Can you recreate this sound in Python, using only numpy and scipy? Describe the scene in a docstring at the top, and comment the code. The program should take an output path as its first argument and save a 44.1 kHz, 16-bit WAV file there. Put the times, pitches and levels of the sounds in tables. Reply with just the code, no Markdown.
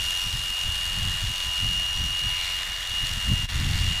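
"""An outdoor pen, with electric sheep shears running close by.
The motor fan whines at its blade-passing frequency. A reduction gear drives the cutter to and fro
over the comb: sliding friction rasps, and impacts knock in every stroke. The motor slows under load
as the blades bite into the fleece. Turbulent gusts of wind rumble on the microphone."""
import sys
import numpy as np
from scipy import signal
from scipy.fft import rfft, irfft
from scipy.io import wavfile
from scipy.ndimage import uniform_filter1d

SR = 44100
rng = np.random.default_rng(int(sys.argv[2]) if len(sys.argv) > 2 else 0)


def wrap_up_sound(samples):
    """Save the sound to the file named by the first command line argument, as 16-bit audio."""
    columns = np.atleast_2d(samples).T
    # keep every value between -1 and 1, then stretch to whole-number steps
    tamed = np.clip(columns, -1, 1)
    steps = np.round(tamed * 32767).astype(np.int16)
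    wavfile.write(sys.argv[1], SR, steps)


N = 176400

# Blade-passing frequency of the fan, proportional to motor speed (t/s, f/Hz)
FAN_PITCH = [(0, 2841), (.25, 2851), (.45, 2849), (.75, 2855), (1.15, 2850), (1.38, 2860), (1.7, 2855),
             (2.0, 2856), (2.2, 2861), (2.49, 2849), (2.7, 2860), (3.02, 2858), (3.4, 2836), (3.55, 2818),
             (3.68, 2821), (3.9, 2851), (4, 2853)]
# Relative level of the whine as the handpiece turns (t/s, level/dB)
FAN_LEVEL = [(0.0, -29.5), (0.03, -34), (0.09, -30.5), (0.38, -35), (0.52, -32), (0.96, -32.5), (1.06, -34),
             (1.15, -32), (1.22, -35), (1.45, -33.5), (1.6, -30), (1.78, -29.5), (1.98, -32.5), (2.27, -30),
             (2.48, -35), (2.54, -32), (2.68, -37.5), (2.75, -35), (2.83, -39), (2.99, -29.5),
             (3.15, -37.5), (3.29, -31), (3.42, -32), (3.44, -36.5), (3.48, -36), (3.51, -40),
             (3.66, -40.5), (3.91, -32), (4.0, -32)]
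# Harmonics of the shaft rate, relative to the whine (harmonic number, level/dB)
SHAFT_HARMONICS = [(1, -33), (6, -32), (8, 1.5), (24, -32)]
# The fan tone's octave, which beams differently (t/s, level/dB)
FAN_OCTAVE_LEVEL = [(0, -47), (.25, -45), (.42, -57), (.65, -50), (.85, -62), (1.3, -52), (1.55, -52),
                    (1.75, -47.5), (2.03, -45.5), (2.15, -50.5), (2.3, -47), (2.65, -52), (2.85, -50),
                    (3.05, -49.5), (3.3, -53), (3.55, -49), (4, -57)]
# Spectral shape of the fan's airflow (f/Hz, level/dB)
AIR_SPECTRUM = [(200, -17), (420, -14), (650, -4.5), (1000, -1), (1400, 0.5), (2200, -5), (5000, -24)]
# Gear hum at harmonics of the stroke rate (harmonic number, level/dB)
GEAR_HARMONICS = [(11, -72), (16, -70), (22, -58), (24, -66)]
# Contacts of cutter and comb in each stroke (place/strokes, width/strokes, relative level/dB)
STROKE_CONTACTS = [(.36, 0.11, -2), (0.732, 0.19, -6), (.87, 0.051, 1)]
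# Spectral shape of the steel blades (f/Hz, level/dB)
BLADE_SPECTRUM = [(150, -30), (420, -23.5), (650, -15.5), (1050, -13.5), (1450, -8.5), (1780, -9.5),
                  (2080, -8), (2800, 1.5), (3550, -3.5), (3950, -4.5), (4400, -4.5), (5100, -9), (5650, -7),
                  (6100, -12.5), (6600, -8), (8300, -13), (11500, -16.5), (15500, -29)]
# Relative level of rasp and knocks together (t/s, level/dB)
BLADE_LEVEL = [(0, -34), (.5, -36), (1.4, -35), (2.2, -37), (2.45, -36), (2.75, -37.5), (3.1, -36),
               (3.5, -36.5), (3.8, -33.5), (4, -34)]
# Their top treble, relative to the rest (t/s, level/dB)
TREBLE_LEVEL = [(0, 2), (.7, 2.5), (1.5, 0), (2.4, 1.5), (2.75, -0.5), (3.1, 2), (4, -2.5)]
# Lasting resonances of the cutting head (f/Hz, bandwidth/Hz, level/dB)
LASTING_MODES = [(1810, 200, -46), (3315, 240, -45.5), (3574, 230, -45), (4320, 290, -51),
                 (6700, 1000, -53)]
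# Resonances that swell as the blades change angle (t/s, spread/s, f/Hz, bandwidth/Hz, level/dB)
PASSING_MODES = [(0.047, .12, 10500, 900, -53), (.36, .13, 5270, 200, -46), (1.4, 0.12, 6440, 110, -48.5),
                 (2.418, 0.14, 2300, 300, -38.5), (2.466, 0.087, 4140, 450, -39),
                 (3.79, 0.042, 4540, 600, -41), (3.918, .12, 7360, 500, -49)]
# Relative strength of the wind (t/s, level/dB)
GUST_LEVEL = [(0.0, -36), (0.2, -47), (0.27, -34), (0.31, -39), (0.34, -32), (0.49, -44.5), (0.51, -37),
              (0.57, -54), (0.69, -28), (0.71, -35.5), (0.82, -40), (1.07, -29.5), (1.19, -39),
              (1.24, -28.5), (1.31, -33), (1.36, -44.5), (1.49, -35.5), (1.55, -48), (1.63, -28.5),
              (1.7, -31), (1.74, -35), (1.82, -36.5), (1.86, -45), (1.9, -37.5), (1.94, -44), (1.96, -32),
              (2.04, -30), (2.19, -46), (2.25, -32), (2.36, -43), (2.66, -44.5), (2.7, -37), (2.74, -45),
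              (2.82, -42), (2.85, -48), (2.93, -38), (2.99, -42), (3.04, -28.5), (3.06, -41), (3.11, -33.5),
              (3.19, -31.5), (3.22, -41), (3.27, -26.5), (3.33, -21), (3.36, -32), (3.45, -30.5),
              (3.49, -38.5), (3.56, -26), (3.89, -27.5), (4.0, -38.5)]
# Spectral shape of slow buffeting (f/Hz, level/dB)
BUFFET_SPECTRUM = [(10, -11), (25, 8), (50, 5), (90, -3), (150, -20), (300, -36.5), (700, -55)]
# Spectral shape of faster eddies (f/Hz, level/dB)
EDDY_SPECTRUM = [(25, -11), (50, -5.5), (80, 6), (115, -0.5), (170, -7.5), (260, -19), (400, -31),
                 (900, -53)]
# Relative level of the coarse rasp in the wool (t/s, level/dB)
WOOL_LEVEL = [(0, -54), (2.2, -55), (2.4, -44), (2.8, -41.5), (3.1, -44), (3.5, -41), (3.8, -39.5),
              (4, -40)]
# Spectral shape of that rasp (f/Hz, level/dB)
WOOL_SPECTRUM = [(300, -23.5), (800, -15.5), (1400, -10), (1950, 5.5), (2300, -1.5), (2700, -23),
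                 (4200, -4), (6000, -32)]

FAN_BLADES, TURNS_PER_STROKE = 8, 47 / 6
CONTACT_SCATTER_DB, MAX_STROKES = 1.83, 256


def undb(db):
    """Amplitude ratio of a level in decibels."""
    return 10 ** (np.asarray(db) / 20)


def unit(x):
    """Normalisation to rms 1."""
    return x / np.sqrt(np.mean(x ** 2))


def curve(rows):
    """Linear interpolation of (t/s, value) rows."""
    return np.interp(np.arange(N) / SR, *np.array(rows).T)


def colour(x, spectrum):
    """Spectral shaping by (f/Hz, level/dB) rows; rms 1."""
    hz, db = np.array(spectrum).T
    f = np.maximum(np.arange(N // 2 + 1) * SR / N, 1)
    return unit(irfft(rfft(x) * undb(np.interp(np.log(f), np.log(hz), db)), N))


def wander(rate_hz):
    """Moving averages smooth random steps into a drift of rms 1."""
    hold = max(int(SR / rate_hz), 2)
    steps = np.repeat(rng.standard_normal(N // hold + 1), hold)
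    return unit(uniform_filter1d(uniform_filter1d(steps, hold), hold)[:N])


def motor_whine(shaft, stroke):
    """Modulation: each swing of the cutter sways the fan and shaft tones in amplitude and phase."""
    lag_strokes, sway_rad = 0.52, 0.066
    swing = 2 * np.pi * (stroke - lag_strokes)
    sway = 1 + 0.31 * np.cos(2 * swing) - 0.1 * np.cos(swing)
    phase = 2 * np.pi * shaft - sway_rad * np.sin(2 * swing) / FAN_BLADES
    tones = sum(undb(db + 0.07 * wander(60)) * np.sin(k * phase) for k, db in SHAFT_HARMONICS)
    octave = np.sin(2 * FAN_BLADES * phase) * undb(curve(FAN_OCTAVE_LEVEL))
    return np.sqrt(2) * sway * (tones * undb(curve(FAN_LEVEL) + 1) + octave)


def fan_air():
    """Turbulence in the fan's airflow radiates a smooth broadband rush."""
    return undb(-44.5) * colour(rng.standard_normal(N), AIR_SPECTRUM)


def gear_hum(stroke):
    """Periodic meshing gives faint, wavering harmonics of the stroke rate."""
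    return np.sqrt(2) * sum(undb(db + 3 * wander(6.23)) * np.sin(2 * np.pi * k * stroke)
                            for k, db in GEAR_HARMONICS)


def friction_envelope(stroke):
    """Incoherent sources add in power: a steady slide and an uneven surge at each contact."""
    power = undb(-5.5) ** 2
    for place, width, db in STROKE_CONTACTS:
        cycle = stroke - place + 1.5  # each surge peaks in mid-cycle
        sizes = undb(db + CONTACT_SCATTER_DB * rng.standard_normal(MAX_STROKES))
        surge = sizes[cycle.astype(int)] * np.exp(-.5 * ((cycle % 1 - .5) / width) ** 2)
        power = power + surge ** 2
    return np.sqrt(power)


def rasp(friction, spectrum):
    """Sliding friction on rough surfaces makes noise with a fast, gritty flutter; rms 1."""
    return colour(friction * rng.standard_normal(N) * undb(2 * wander(2500)), spectrum)


def knocks(stroke):
    """Impulse response: a contact strikes the steel head, which rings alike in every stroke."""
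    decay_s, jitter_s, low_cut_hz = 0.0026, .00012, 1920
    t, rings = np.arange(N) / SR, 0
    for place, _, db in STROKE_CONTACTS:
        times = np.interp(np.arange(int(stroke[-1])) + place, stroke, t)
        late, scatter = rng.standard_normal((MAX_STROKES, 2))[:len(times)].T
        onsets = np.clip((times + jitter_s * late) * SR, 0, N - 1).astype(int)
        impacts = np.bincount(onsets, undb(db + CONTACT_SCATTER_DB * scatter), N)
        response = rng.standard_normal(2048) * np.exp(-t[:2048] / decay_s)
        rings = rings + signal.fftconvolve(impacts, response)[:N]
    highpass = signal.butter(2, low_cut_hz, "high", fs=SR, output="sos")
    return colour(signal.sosfilt(highpass, rings), BLADE_SPECTRUM)


def blades(friction, stroke):
    """Superposition: rasp and knocks sound from the same steel, whose top treble rises and falls."""
    steel = (rasp(friction, BLADE_SPECTRUM) + undb(-7.5) * knocks(stroke)) * undb(curve(BLADE_LEVEL))
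    treble = signal.sosfiltfilt(signal.butter(2, 8000, "high", fs=SR, output="sos"), steel)
    return steel + treble * (undb(curve(TREBLE_LEVEL)) - 1)


def head_ringing(friction):
    """Resonance: friction drives the modes of the head, which swell and fade as the blades move."""
    def mode(hz, width):
        band = signal.butter(1, [hz - width / 2, hz + width / 2], "band", fs=SR, output="sos")
        return unit(signal.sosfilt(band, friction * rng.standard_normal(N)))

    t = np.arange(N) / SR
    lasting = sum(mode(hz, width) * undb(db + 1.5 * wander(5.94)) for hz, width, db in LASTING_MODES)
    passing = sum(mode(hz, width) * undb(db) * np.exp(-.5 * ((t - at) / spread) ** 2)
                  for at, spread, hz, width, db in PASSING_MODES)
    return lasting + passing


def wind():
    """Turbulent pressure buffets the microphone; faster eddies take over in strong gusts."""
    def even_noise(spectrum):
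        noise = colour(rng.standard_normal(N), spectrum)
        return noise / np.sqrt(uniform_filter1d(noise ** 2, size=3500))

    gust_db = curve(GUST_LEVEL) + 32.5  # relative to a moderate gust
    buffet = even_noise(BUFFET_SPECTRUM) * undb(-33.5 + 0.76 * gust_db)
    eddies = even_noise(EDDY_SPECTRUM) * undb(-35 + 1.41 * gust_db)
    return buffet + eddies


def wool_bite(friction):
    """Friction in the fleece adds a coarser rasp, which swells after 2.2 s."""
    return rasp(friction, WOOL_SPECTRUM) * undb(curve(WOOL_LEVEL))


def scene():
    """Mechanical coupling: one shaft drives fan, gears and cutter; wind blows over it all."""
    fan_hz = curve(FAN_PITCH) * (1 + .0007 * wander(40))
    shaft = np.cumsum(fan_hz) / SR / FAN_BLADES  # elapsed turns
    stroke = shaft / TURNS_PER_STROKE  # elapsed strokes
    drive = fan_air() + motor_whine(shaft, stroke) + gear_hum(stroke)
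    friction = friction_envelope(stroke)
    cutter = blades(friction, stroke) + wool_bite(friction) + head_ringing(friction)
    return (drive + cutter + wind())[None]


def record(dry):
    """Attenuation: all but the deepest rumble dips briefly once, and a low-pass cuts the top."""
    dip_s, fall_s, rise_s, dip_db = 3.477, .017, .009, -15
    since = np.arange(N) / SR - dip_s
    dip = undb(dip_db * np.exp(-(since / np.where(since < 0, fall_s, rise_s)) ** 2))
    rumble = signal.sosfiltfilt(signal.butter(2, 50, fs=SR, output="sos"), dry)
    lowpass = signal.ellip(12, .2, 80, 15600, fs=SR, output="sos")
    return signal.sosfilt(lowpass, rumble + (dry - rumble) * dip)


dry = scene()
out = record(dry)
wrap_up_sound(out)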